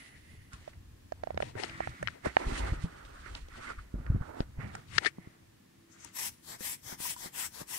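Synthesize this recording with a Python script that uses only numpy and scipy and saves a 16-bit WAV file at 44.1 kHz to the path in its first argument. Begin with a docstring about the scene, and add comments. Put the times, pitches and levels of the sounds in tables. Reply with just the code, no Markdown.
"""A narrow, smooth whoosh and faint rubbing open the scene, over the noise of a quiet room.
A hand shifts a phone over a counter: slipping skin excites noise bands, creaks ring damped modes of the
case, bumps push and swing it, and tremor shakes it in low bands; microphones at its two ends hear the
contacts at slightly different times. Then a rubber bulb blower on the left puffs out through its nozzle
and sucks back in, stroke after stroke: turbulent noise shaped by the flow and the nozzle's resonances."""
import sys
import numpy as np
from scipy import signal
from scipy.fft import rfft, irfft, next_fast_len
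from scipy.io import wavfile
from scipy.ndimage import uniform_filter1d

SR = 44100
rng = np.random.default_rng(int(sys.argv[2]) if len(sys.argv) > 2 else 0)


def waveform_to_disk(signal):
    """Save audio, clipped to [-1, 1], as 16-bit WAV at the path in sys.argv[1]."""
    frames = np.transpose(np.atleast_2d(signal))
    scaled = np.clip(frames, -1, 1) * 32767
    samples = np.round(scaled).astype(np.int16)
    wavfile.write(sys.argv[1], SR, samples)


N = 343098
T = np.arange(N) / SR
HZ = np.fft.rfftfreq(next_fast_len(N), 1 / SR) + 1  # 1 Hz offset keeps the logarithm finite
STEP = np.arange(0, N / SR + .002, .001)  # times of the slow controls, s
SPAN_S = 0.00073  # travel time from one microphone to the other
BEND_SPAN_S = 0.00083  # slow bending waves take longer

# Strokes of the bulb, out and in by turns: start t/s, end of push t/s, jet level at mid-stroke/dB,
# low share at mid-stroke/dB, left minus right at mid-stroke/dB
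STROKES = [(6.116, 6.256, -38, -7.5, 8.5), (6.411, 6.534, -49.5, -5.5, 8), (6.568, 6.716, -40, -8, 7.5),
           (6.806, 6.92, -47.5, -6, 9.5), (6.96, 7.103, -38.5, -8.5, 8.5), (7.145, 7.256, -47.5, -7, 9),
           (7.311, 7.441, -39.5, -5.5, 9.5), (7.498, 7.602, -52, -3, 13.5), (7.651, 7.8, -40, -7.5, 9.5)]


def undb(db):
    """Decibels are twenty times the logarithm of an amplitude ratio."""
    return 10 ** (np.asarray(db) / 20)


def unit(x):
    """Normalisation to a root-mean-square of one."""
    return x / np.sqrt(np.mean(x ** 2))


def on_hz(table):
    """A spectrum in f/Hz, level/dB points, interpolated on logarithmic frequency."""
    hz, db = np.transpose(table)
    return np.interp(np.log(HZ), np.log(hz), db)


def peaks(table):
    """Resonance curves: each f/Hz, width/Hz, level/dB row gives the magnitude of one damped mode."""
    return np.array([undb(db) / np.hypot(1, 2 * (HZ - f) / width) for f, width, db in table])


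def colour(x, gain):
    """Linear filtering: the spectrum is multiplied by a gain, then the power is normalised."""
    size = next_fast_len(N)
    return unit(irfft(rfft(x, size) * gain, size)[:N])


def walk(rate):
    """A slow random modulation: levels held for 1 / rate seconds and smoothed twice; spread near 1."""
    k = max(int(SR / rate), 2)
    held = np.repeat(rng.standard_normal(N // k + 1), k)
    return unit(uniform_filter1d(uniform_filter1d(held, k), k)[:N])


def read(tables):
    """Piecewise-linear envelopes: tables joined in time, their columns read at every sample."""
    s, *columns = np.transpose(np.concatenate(tables))
    return [np.interp(T, s, column) for column in columns]


def swell(s, rise, hold, fall, db):
    """Exponential growth and decay: the power of each event rises, holds and falls straight in dB."""
    s, rise, hold, fall, db = (np.reshape(c, (-1, 1)) for c in (s, rise, hold, fall, db))
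    away = np.maximum(s - STEP, 0) / rise + np.maximum(STEP - s - hold, 0) / fall
    return undb(2 * (db - 20 * away)) + 1e-30  # rise and fall times span 20 dB


def blend(power, column):
    """Power weighting: a per-event value at every sample, led by the loudest event."""
    return np.interp(T, STEP, np.asarray(column) @ power / power.sum(axis=0))


def both_ends(x, other, pan_db, alike, span_s):
    """Delay, level difference and partial coherence: the nearer end hears earlier and louder."""
    lag = span_s * SR * np.tanh(pan_db / 2.46) / 2
    at, alike = np.arange(N), np.clip(alike, 0, 1)
    left = np.interp(at + lag, at, x)
    right = alike * np.interp(at - lag, at, x) + np.sqrt(1 - alike ** 2) * other
    return np.array([left * undb(pan_db / 2), right * undb(-pan_db / 2)])


def add(out, s, pair):
    """Superposition: a short stereo sound is summed in at time s."""
    i = int(s * SR)
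    out[:, i:i + pair.shape[1]] += pair[:, :N - i]


def ring(t, hz, t60, rise):
    """Free decay of a damped mode after a push of finite length."""
    t = np.maximum(t, 0)
    return np.sin(2 * np.pi * hz * t) * np.exp(-np.log(1000) * t / t60) * (1 - np.exp(-t / rise))


def grit(flicker_db, rate):
    """Stick-slip friction: dense uneven clicks and a hiss, flickering together."""
    size = np.minimum(rng.exponential(size=N), 3)
    happens = rng.random(N) < .03
    slips = happens * undb(2.5 * size) * rng.standard_normal(N)
    return (.6 * unit(slips) + rng.standard_normal(N)) * undb(flicker_db * walk(rate))


def rubbing():
    """Friction-driven resonance: slipping skin excites body modes, bright surface and dull bending."""
    # Rubs of skin on the case: start of hold t/s, rise t/s, hold t/s, fall t/s, level/dB,
    # upper-to-lower body power/dB, bright share/dB, dull share/dB, left minus right/dB
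    rubs = [(0.0, .05, 0.05, 0.31, -58.5, 7, -2, -5.5, -2),
            (0.303, 0.41, .03, 0.23, -65.5, 16, -2.5, -5, -3),
            (0.536, 0.028, .003, 0.037, -50.5, -16, -2.5, -15, -1),
            (0.62, .15, .07, .17, -63, 3, -2.5, -7.5, 0.5),
            (1.268, 0.16, .01, 0.33, -62.5, -2, -6, 0, -0.5),
            (1.42, 0.057, 0.074, 0.056, -58, 7, 0.5, 5, 5), (1.589, 0.046, .015, .1, -49, 7, -4, 1, 11),
            (1.628, 0.073, 0.013, 0.097, -49, 5, -1.5, -1.5, 18),
            (1.709, 0.13, 0.097, 0.39, -47, 5.5, -9, -14, -1),
            (1.925, 0.44, 0.113, 0.21, -58.5, -3, -9, -5, -3),
            (2.067, 0.07, 0.022, 0.27, -55.5, 9, -8, -4, 8),
            (2.252, 0.023, 0.021, 0.052, -41, 4, -8.5, 1, -8.5),
            (2.397, 0.13, 0.17, 0.49, -49.5, 1, -4, 4, -4.5),
            (2.558, 0.19, 0.12, 0.17, -42.5, -2.5, -6.5, -0.5, -4),
            (2.96, 1, 0.071, 0.33, -56, -7, -8.5, -3, -4), (3.194, 0.25, .03, .1, -55.5, -7, -3, -3, -2),
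            (3.278, 0.1, 0.0046, 0.063, -48, -5, -10, -7.5, -4),
            (3.367, .1, .005, 0.068, -53, -1, -0.5, 0, -5.5),
            (3.589, 0.16, 0.092, 0.17, -51.5, 15, -5, -5.5, -3.5),
            (3.715, 0.22, .004, 0.039, -43.5, -4, -15.5, -7, -4.5),
            (3.79, 0.034, .004, 0.035, -50.5, -7, -15, -26, -4),
            (3.94, 0.15, .05, 0.28, -78.5, -11, -28, 8, -4),
            (4.067, 0.31, .005, 0.62, -58, -8, -17, 1.5, -5),
            (4.22, 0.063, .005, 0.093, -59, -16, -12, 9.5, -10),
            (4.286, 0.083, .005, .14, -55, -12, -15, 6.5, -9.5),
            (4.373, 0.11, 0.019, 0.053, -52.5, -18, -18, 2.5, -7.5),
            (4.411, 0.12, .004, 0.036, -53.5, -2, -6.5, 3.5, 0),
            (4.604, 0.033, 0.013, 0.18, -51.5, 3.5, -13, -0.5, -12.5),
            (4.747, 0.11, 0.0046, 0.14, -52.5, -6, -5.5, -0.5, -2),
            (4.967, 0.076, .005, 0.053, -44.5, 8, -3, -13, 12),
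            (5.034, 0.035, 0.012, 0.044, -48.5, 0, -2, -1.5, 11),
            (5.064, 0.066, 0.0091, 0.023, -39.5, 25, -5, -18, 18),
            (5.184, 0.092, .01, .3, -67.5, 6, -18, -12, -0.5),
            (5.26, .2, 0.041, 0.24, -66.5, 1, -7, -0.5, 2),
            (6.047, 0.16, .005, .11, -56.5, 2.5, -2, -3.5, 3.5)]
    # Lower and upper body modes: f/Hz, width/Hz, half the relative level/dB (the sum is squared below)
    lower_modes = [(1140, 100, 2.5), (1398, 540, 15)]
    upper_modes = [(1944, 540, 6), (2230, 260, -9), (2700, 900, -13)]
    # Spectra of the surface hiss and of the dull bending: f/Hz, relative level per Hz/dB
    bright = [(1470, -26), (2500, 2), (3530, 0), (4590, -2.5), (5450, -5.5), (7530, -7), (8810, -5.5),
              (10800, -17.5), (15000, -59)]
    dull = [(150, -24), (250, 3.5), (450, -1), (700, 2), (1000, 0), (1400, -37.5)]
    s, rise, hold, fall, db, upper_db, bright_db, dull_db, pan_db = np.transpose(rubs)
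    power = swell(s, rise, hold, fall, db)
    pan_db = blend(power, pan_db)
    slips = grit(3.23, 45)
    upper = 1 / (1 + undb(-2 * upper_db))  # power share of the upper modes
    layers = (  # spectrum, power share, likeness at the two ends
        (peaks(lower_modes).sum(axis=0) ** 2, 1 - upper, .6),
        (peaks(upper_modes).sum(axis=0) ** 2, upper, .4),
        (undb(on_hz(bright)), undb(2 * bright_db), .2),
        (undb(on_hz(dull)), undb(2 * dull_db), .9))
    out = 0
    for k, (gain, share, alike) in enumerate(layers):
        # the shift gives every layer its own moments of slip
        x = colour(np.roll(slips, k * SR), gain)
        other = colour(np.roll(slips[::-1], k * SR), gain)
        level = np.interp(T, STEP, np.sqrt(share @ power))
        out = out + level * both_ends(x, other, pan_db, alike, SPAN_S)
    return out


def creaks():
    """Modal excitation: each slip rings a boom and the knock modes near its centre, with a dry tick."""
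    # Creaks and ticks of the case and the bulb: t/s, boom level/dB, boom f/Hz, boom left minus right/dB,
    # knock level/dB, knock centre f/Hz, tick level/dB, tick centre f/Hz,
    # knock and tick left minus right/dB, damping factor
    contacts = [(0.533, -54, 398, -4, -34, 2020, -38, 7100, -1, 2.1),
                (0.6779, -31, 626, -7, -46, 1790, -49, 4100, -10, 1.1),
                (0.7335, -61, 620, -9, -47.5, 2090, -64, 5100, -11, 0.77),
                (1.1219, -23, 644, -8, -33.5, 1620, -41, 4830, -7.5, 1.44),
                (1.236, -22.5, 650, -8, -32, 1680, -41, 4170, -10, 1.46),
                (1.2727, -23.5, 664, -8.5, -35.5, 1690, -47, 4400, -7, 1.6),
                (1.306, -23, 650, -7.5, -40.5, 1810, -56, 4300, -15, 1.5),
                (1.345, -31, 477, -8, -46, 1610, -47, 3900, 11, 2.6),
                (1.3759, -17.5, 650, -6, -20, 2010, -36, 4950, -7, 2),
                (1.4036, -19, 640, -5.5, -25.5, 1530, -43, 4000, -5, 1.45),
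                (1.4247, -21.5, 650, -3.5, -23, 2370, -38.5, 3500, 20, 1.9),
                (1.4297, -18.5, 610, -7, -36, 2010, -39, 4000, 7, 2.5),
                (1.5538, -32.5, 398, -6, -38.5, 1660, -59, 5100, -7, 0.88),
                (1.5989, -31, 410, -10, -26, 2090, -44, 5400, 2, 1.2),
                (1.6354, -27, 797, 8.5, -29, 2220, -26.5, 3900, 20.5, 1.1),
                (1.6428, -31, 406, -8, -22, 1980, -40, 4400, 4, 1.5),
                (1.6966, -52, 382, -7, -33, 2410, -38.5, 4000, 15, 1.1),
                (1.8053, -16, 696, -4, -26, 1570, -53, 4400, -9, 1.8),
                (1.874, -20.5, 720, -5.5, -23, 1560, -48, 4500, -8, 2.3),
                (2.028, -24, 600, -5.5, -25, 1820, -33, 6900, -5.5, 1.05),
                (2.0746, -40, 511, -8, -12.5, 2360, -29, 4100, 16, 2.3),
                (2.084, -48, 689, 2, -21, 1660, -34, 3530, 13.5, 1.4),
                (2.259, -18.5, 617, 4.5, -28, 1640, -35, 7150, -10, 1.04),
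                (2.2666, -19.5, 457, -1, -32, 1790, -49, 5140, 0, 1.4),
                (2.3685, -4, 740, -4.5, -8, 1890, -31, 3700, -10.5, 2.23),
                (2.392, -36, 468, -2, -45, 2010, -47, 5200, -3, 1.4),
                (3.051, -56, 516, 0, -45, 1970, -43, 3900, 7, 1.4),
                (3.2607, -45.5, 387, -3, -35, 1490, -54, 5800, -11, 0.81),
                (3.351, -47, 920, -13, -28, 2560, -23.5, 3780, -1, 1.6),
                (3.4852, -40, 514, -2, -55, 1760, -43, 4760, 5, 2),
                (3.703, -34.5, 500, 1, -25.5, 1500, -46, 4700, -7, 1.36),
                (4.065, -44, 586, -10, -34, 1790, -49, 4100, -8.5, 1.2),
                (4.405, -30, 656, 8, -29, 1570, -30, 3740, 12, 1.9),
                (4.7522, -31.5, 785, -7.5, -27, 1770, -31.5, 6200, -6, 1.5),
                (4.9806, -64.5, 436, -6, -27.5, 2300, -18, 5290, 15, 1.5),
                (4.9831, -31.5, 437, 0, -8, 1787, -10, 3950, 14, 1.3),
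                (5.0487, -31, 736, 0, -21, 2300, -27.5, 3900, 20, 1.5),
                (5.0601, -29.5, 420, 1.5, -17.5, 1840, -20, 3730, 9.5, 0.56),
                (5.0663, -27, 387, -1, -21, 1950, -18.5, 3650, 20.5, 1.2),
                (6.0468, -50, 930, 11, -55, 2100, -32, 7900, 18.5, 0.6),
                (6.607, -41.5, 510, 3, -43, 1870, -31, 8000, 4, 0.49),
                (6.921, -50, 960, 10, -40, 1520, -55, 5000, 19, 1.7),
                (7.054, -33.5, 985, 6.5, -50, 1800, -55, 5000, 4, 0.47),
                (7.1638, -40.5, 980, 7, -50, 1460, -41, 5800, -11, 0.64)]
    # Knock modes of the case: f/Hz before a small random detuning, decay t60/s at damping factor 1
    knock_modes = [(1150, 0.0073), (1420, 0.02), (1640, 0.016), (1830, 0.019), (2080, 0.016),
                   (2400, 0.0091), (2800, 0.014)]
    boom_t60_s, tick_t60_s = 0.041, 0.0096  # the boom's at damping factor 1
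    out, t = np.zeros((2, N)), np.arange(1024) / SR
    ends = np.array([[1], [-1]])
    chance = rng.standard_normal((len(contacts), len(knock_modes)))
    noise = rng.standard_normal((len(contacts), 2, len(t)))
    for contact, detune, tick in zip(contacts, chance, noise):
        s, boom_db, hz, boom_pan_db, knock_db, knock_hz, tick_db, tick_hz, pan_db, damp = contact
        late = t - SPAN_S * (ends * boom_pan_db < 0)  # the farther end hears later
        boom = undb(boom_db + ends * boom_pan_db / 2) * ring(late, hz, boom_t60_s / damp, 0.00039)
        boom = boom * np.exp(-(late * damp / .011) ** 4)  # the finger settles back and mutes the tail

        late = np.maximum(t - SPAN_S * (ends * pan_db < 0), 0)
        knock = 0
        for (f, t60), jitter in zip(knock_modes, detune):
            nearness = undb(-28 * abs(np.log2(f / knock_hz)))
            knock = knock + nearness * ring(late, f * (1 + 0.019 * jitter), t60 / damp, 0.00069)

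        band = (tick_hz / 1.5, tick_hz * 1.36)
        tick = unit(signal.sosfilt(signal.butter(3, band, "band", fs=SR, output="sos"), tick))
        tick = tick * np.exp(-np.log(1000) * late / tick_t60_s) * (1 - np.exp(-late / 0.0016))
        contact_sound = undb(knock_db) * knock + undb(tick_db) * tick
        add(out, s - .0006, boom + undb(ends * pan_db / 2) * contact_sound)
    return out


def bumps():
    """Impulse and recoil: one soft push of the finger, then the phone swings back and shudders."""
    # Dull bumps: t/s, push level/dB, signed strength (inward +, outward -), push length at half height t/ms,
    # swing f/Hz, swing level/dB, swing t60/s; the strength multiplies push and swing
    blows = [(0.339, -41, -1, 2.7, 78.5, -43, 0.095), (0.3782, -48, -1.1, 3.9, 83, -48, 0.069),
             (0.54, -38.5, 0.93, 2.5, 50.3, -43, 0.17), (0.61, -48, 1, 6.3, 80, -42.5, 0.1),
             (1.561, -36, 1, 2.8, 98, -36, 0.1), (2.27, -17.5, 1, 0.75, 61.5, -37.5, 0.18),
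             (2.469, -26.5, -1.1, 2.6, 26, -25.5, 0.12), (2.522, -24.5, -1, 0.95, 39.8, -27, 0.17),
             (2.7239, -18.5, 0.96, 3.5, 41.7, -18, 0.07), (2.842, -20.5, 0.97, 3.6, 170, -25.5, 0.1),
             (3.9422, -20.5, 0.78, 1.4, 43.8, -27.5, 0.38), (4.002, -32, 1, 2.3, 61, -36, 0.085),
             (4.1029, -15, 0.95, 2.8, 87, -21.5, 0.085), (4.1486, -15.5, -0.88, 2.04, 99, -22, 0.088),
             (4.2125, -22.5, 1, 3.2, 132, -37.5, 0.085), (4.406, -14, 1, 0.89, 26.3, -32, 0.13),
             (4.5846, -32.5, 1, 7.2, 127, -29.5, 0.11), (5.1848, -31.5, -0.93, 0.61, 174, -34.5, 0.049),
             (5.274, -36, -1.2, 1.3, 104, -39, 0.02), (6.6092, -36, 0.96, 1.1, 197, -45, 0.084),
             (6.9267, -33.5, -1.1, 0.65, 153, -55, 0.17), (7.0038, -30.5, 0.86, 0.55, 85.6, -56, 0.1),
             (7.26, -31.5, -1, 0.59, 163, -43, 0.056), (7.6162, -28.5, -0.74, 0.6, 154, -35.5, 0.044)]
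    out, t = np.zeros((2, N)), np.arange(6144) / SR - .01
    shudder = rng.standard_normal((len(blows), len(t)))
    shudder = unit(signal.sosfilt(signal.butter(2, (45, 260), "band", fs=SR, output="sos"), shudder))
    for (s, db, way, ms, hz, swing_db, t60), noise in zip(blows, shudder):
        late = t - BEND_SPAN_S * np.array([[.5], [-.5]])  # the right end hears it first
        push = undb(db) * np.exp(-np.log(16) * (late * 1000 / ms) ** 2)
        after = late - ms / 2000  # the swing starts half a push length after the peak
        swing = ring(after, hz, t60, 0.00025) + 0.3 * noise * ring(after, 17.3, t60, 0.00067)
        add(out, s - .01, way * (push - undb(swing_db) * swing))
    return out


def trembling():
    """Low-frequency forced vibration: tremor and jerks shake the phone in bands about a moving centre."""
    # Tremor of the grip: t/s, drive level/dB, centre f/Hz
    tremor = [(0.0, -69, 78), (0.15, -61, 76), (0.32, -58.5, 80), (0.97, -59.5, 61.7), (1.45, -50, 84),
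              (1.6, -63, 91), (2.0, -60, 85), (2.3, -66, 90), (2.45, -48.5, 60.3), (2.79, -43, 48),
              (2.9, -67, 70), (3.1, -50.5, 44.6), (3.6, -48.5, 44), (3.9, -57, 54), (4.79, -60, 77),
              (5.06, -53, 128), (5.13, -68, 124), (7.78, -70, 82.4)]
    # Jerks of the hand: t/s, rise t/s, fall t/s, drive level/dB, centre f/Hz
    jerk_events = [(1.73, .15, 0.22, -48, 93), (1.88, 0.16, 0.12, -44.5, 91), (2.04, 0.12, 0.26, -48.5, 92),
                   (2.69, 0.13, 0.26, -41, 67.6), (4.16, 0.093, 0.058, -27, 64.8),
                   (4.51, 0.13, 0.047, -48, 55.6), (4.64, .08, 0.17, -40, 97)]
    db, hz = read([tremor])
    # the bulb springs back at the end of each intake: rise and fall .22 s, -64 dB, 106.5 Hz
    refills = [(end, .22, .22, -64, 106.5) for _, end, *_ in STROKES[1::2]]
    s, rise, fall, jerk_db, jerk_hz = np.transpose(jerk_events + refills)
    power = swell(s, rise, 0, fall, jerk_db)
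    steady, jerks = undb(2 * db), np.interp(T, STEP, power.sum(axis=0))
    hz = (steady * hz + jerks * blend(power, jerk_hz)) / (steady + jerks)
    out = 0
    for band_hz in (28, 40, 56, 80, 112, 160, 225):
        x = colour(rng.standard_normal(N), peaks([(band_hz, band_hz * 0.64, 0)])[0] ** 2)
        octaves = np.log2(band_hz / hz)
        # 23 dB per octave below the centre, 11.4 above
        slope_db = 23 * np.minimum(octaves, 0) - 11.4 * np.maximum(octaves, 0)
        out = out + x * undb(5.2 * walk(26) + slope_db)
    return both_ends(np.sqrt(steady + jerks) * out, 0, np.full(N, -1.5), 0.77, 2.0 * BEND_SPAN_S)


def blower():
    """Jet turbulence filtered by pipe resonance; intake strokes have their own colour."""
    # Spectra of the jet, outward and inward, then of its low part: f/Hz, relative level per Hz/dB
    jet_out = [(1470, -44), (2500, -2.5), (3270, -2.5), (3940, -5), (5280, -5), (6460, -4.5), (9570, 0.5),
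               (11000, -6), (12100, -4), (14700, -10.5), (15800, -11)]
    jet_in = [(1470, -37), (2500, -22), (2830, -28), (3060, -1.5), (3480, -2), (4060, -2.5), (5660, -1.5),
              (13200, -5.5), (15800, -15.5)]
    low_out = [(250, -5), (500, -5), (800, 2.5), (1400, -3.5), (2200, 4), (3000, -6), (4000, -28)]
    low_in = [(250, -6.5), (500, -3), (950, 1), (1400, -5), (2100, -3), (2600, -9.5), (3100, -19),
              (4000, -28)]
    # Resonances of the nozzle pipe: f/Hz, width/Hz, boost/dB
    nozzle = [(960, 80, 8), (1970, 170, 4), (5470, 300, 3), (7700, 500, 4), (9710, 600, 3), (11900, 400, 4),
              (14500, 350, 2)]
    # The far end of the phone is duller: f/Hz, left minus right/dB before the 8 dB mean is removed
    shadow = [(2500, 1), (3300, 3), (4200, 3), (5400, 10), (6500, 9), (7600, 9), (8600, 8), (9600, 5),
              (10600, 11), (11500, 12), (13000, 10), (14500, 13)]
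    # Edges of the eddy bands: f/Hz
    eddy_hz = [300, 800, 1150, 1700, 2500, 3600, 5000, 6800, 8800, 11000, 13300, 17000]
    gain, low_db, pan_db, intake = strokes()
    bells = peaks([(f, width, 0) for f, width, _ in nozzle]) ** 2
    pipe = 1 + (bells * (undb([[boost] for *_, boost in nozzle]) - 1)).sum(axis=0)
    tilt_db = (on_hz(shadow) - 8) / 2
    noise = rng.standard_normal((4, N)) * undb(.9 * walk(60) + .6 * walk(200))
    spectrum_out = pipe * undb(on_hz(jet_out))
    spectrum_in = pipe ** .4 * undb(on_hz(jet_in))  # the nozzle rings less when air is drawn in

    def hiss(x, tilt):
        mixed = (1 - intake) * colour(x, spectrum_out) + intake * colour(x, spectrum_in)
        return colour(mixed, undb(tilt))

    high = np.array([hiss(noise[0], tilt_db), hiss(noise[1], -tilt_db)])
    high = high * undb(np.array([pan_db, -pan_db]) / 2)
    low_spectrum_out, low_spectrum_in = pipe * undb(on_hz(low_out)), undb(on_hz(low_in))
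    low = [(1 - intake) * colour(x, low_spectrum_out) + intake * colour(x, low_spectrum_in)
           for x in noise[2:]]
    low = undb(low_db) * both_ends(*low, 0.42 * pan_db, 0.65, SPAN_S)
    jet = (high + low) * gain

    # eddies of each size come and go on their own, so the colour shifts within a stroke
    first = int(STROKES[0][0] * SR)
    out = jet.copy()
    for band in zip(eddy_hz, eddy_hz[1:]):
        part = signal.sosfilt(signal.butter(2, band, "band", fs=SR, output="sos"), jet[:, first:])
        out[:, first:] += part * (undb(1.4 * walk(14) + 1.5 * walk(45))[first:] - 1)
    return out


def strokes():
    """Jet noise scales as a power of flow: gain, low share, pan and intake share over the strokes."""
    start, end, db, low_db, pan_db = np.transpose(STROKES)[:, :, None]
    way = np.arange(len(STROKES)) % 2  # 0 out, 1 in

    def by_way(out_value, in_value):
        return np.array([out_value, in_value])[way, None]

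    attack, release = by_way(0.092, 0.08), by_way(0.059, 0.053)  # s
    swell_db, low_grows_db, drift_db = by_way(10, 14), by_way(-19, 74), by_way(-22, -37)  # dB per s
    opening = np.sin(np.pi / 2 * np.clip((STEP - start) / attack, 0, 1))
    closing = np.cos(np.pi / 2 * np.clip((STEP - end) / release, 0, 1))
    flow = opening * closing
    since = np.clip(STEP, start, end + release) - (start + end) / 2  # time from mid-stroke
    # the last air trickles out after each stroke
    dying = np.exp(-np.maximum(STEP - end - release / 2, 0) / 0.077)
    trickle = undb(-21) * np.clip((STEP - start) / (end - start), 0, 1) * dying
    gain = undb(db + swell_db * since) * (np.abs(flow) ** 2.33 + trickle) + 1e-12
    total = gain.sum(axis=0)

    def mean(column):
        return np.interp(T, STEP, (gain * column).sum(axis=0) / total)

    return (np.interp(T, STEP, total), mean(low_db + low_grows_db * since),
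            mean(pan_db + drift_db * since), mean(way[:, None]))


def leak():
    """Narrow-band turbulence: a first light press lets a thin hiss of air out of the nozzle."""
    # Envelope of the leak: t/s, level/dB before the offsets of the two ends
    envelope = [(5.86, -99), (5.924, -60), (5.976, -73), (6.006, -57), (6.052, -56), (6.1, -69),
                (6.13, -72)]
    # Resonances: f/Hz, width/Hz, half the relative level/dB (the sum is squared below)
    resonances = [(6550, 2200, 6), (8230, 1400, -13)]
    db, = read([envelope])
    spectrum = peaks(resonances).sum(axis=0) ** 2
    near, far = (colour(rng.standard_normal(N), spectrum) for _ in range(2))
    on = (T > envelope[0][0]) & (T < envelope[-1][0])
    return np.array([undb(3.5) * near, undb(-11.0) * far]) * undb(db) * on


def whoosh():
    """Resonant filtering of noise: a few narrow bands, a little stronger on the right."""
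    # Envelopes, one list per appearance: t/s, level/dB
    envelopes = [
        [(0.0, -55), (0.1, -60.5), (0.2, -69), (0.31, -62.5), (0.42, -67), (0.528, -72), (0.6, -66)],
        [(5.12, -80), (5.308, -76), (5.4, -80)],
    ]
    # Resonances: f/Hz, width/Hz, relative level/dB
    resonances = [(2010, 190, 0), (2880, 300, -16), (10060, 930, -12.5)]
    db, = read(envelopes)
    on = sum((T >= table[0][0]) & (T < table[-1][0]) for table in envelopes)
    halved = [(f, width, level_db / 2) for f, width, level_db in resonances]  # squared next
    spectrum = peaks(halved).sum(axis=0) ** 2
    x, other = (colour(rng.standard_normal(N), spectrum) for _ in range(2))
    pair = both_ends(x, other, np.full(N, -3.5), .5, SPAN_S)
    return pair * undb(db) * uniform_filter1d(1. * on, 2000)  # soft edges


def echo(air):
    """Diffuse reverberation: counter and walls return the airborne sound as a decaying noise tail."""
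    t = np.arange(SR // 4) / SR
    decay = np.exp(-np.log(1000) * t / .15)  # 60 dB in .15 s
    tail = rng.standard_normal((2, len(t))) * decay * (t > .004)
    tail = tail / np.sqrt((tail ** 2).sum(axis=1, keepdims=True))
    return undb(-13) * signal.fftconvolve(air.mean(axis=0)[None], tail, axes=1)[:, :N]


def room():
    """Stationary background noise of room and microphones, with a faint phase-wandering hum."""
    # Spectra common to both ends and opposite at them: f/Hz, relative level per Hz/dB
    mid_spectrum = [(15, -38.5), (25, -35), (148, -2.5), (284, -1), (361, -9.5), (654, -21), (1060, -17.5),
                    (1470, -20), (1780, -15), (1930, -19.5), (10300, -27.5), (15800, -31.5)]
    side_spectrum = [(15, -39), (25, -17), (76, -11), (144, -13), (284, -8), (392, -0.5), (1180, -13),
                     (1980, -11.5), (5670, -18), (8050, -18), (15800, -26)]
    # Swells of the hum above its floor: start of hold t/s, rise t/s, hold t/s, fall t/s, level/dB
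    hum_swells = [(1.66, .11, .18, 0.22, -60), (5.17, 0.226, .02, 0.28, -68.5),
                  (5.846, 0.099, 0.017, .3, -66.5)]
    mid, side = (undb(db + 0.35 * walk(6)) * colour(rng.standard_normal(N), undb(on_hz(table)))
                 for table, db in ((mid_spectrum, -65), (side_spectrum, -68.5)))
    swells = np.sqrt(swell(*np.transpose(hum_swells)).sum(axis=0))
    level = undb(-78.5) + np.interp(T, STEP, swells)
    hum_hz = 332
    hum = np.sqrt(2) * level * np.sin(2 * np.pi * hum_hz * T + 0.78 * walk(6.7))
    return np.array([mid + hum + side, mid + hum - side])


def scene():
    """Superposition of all sources; contact sounds travel in the case and stay without echo."""
    air = blower() + leak()
    contacts = rubbing() + creaks() + bumps() + trembling()
    return contacts + air + echo(air) + whoosh() + room()


def record(dry):
    """Band limiting: a steep low-pass at 15650 Hz leaves no treble above it."""
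    return signal.sosfilt(signal.ellip(10, .2, 80, 15650, fs=SR, output="sos"), dry)


dry = scene()
out = record(dry)
waveform_to_disk(out)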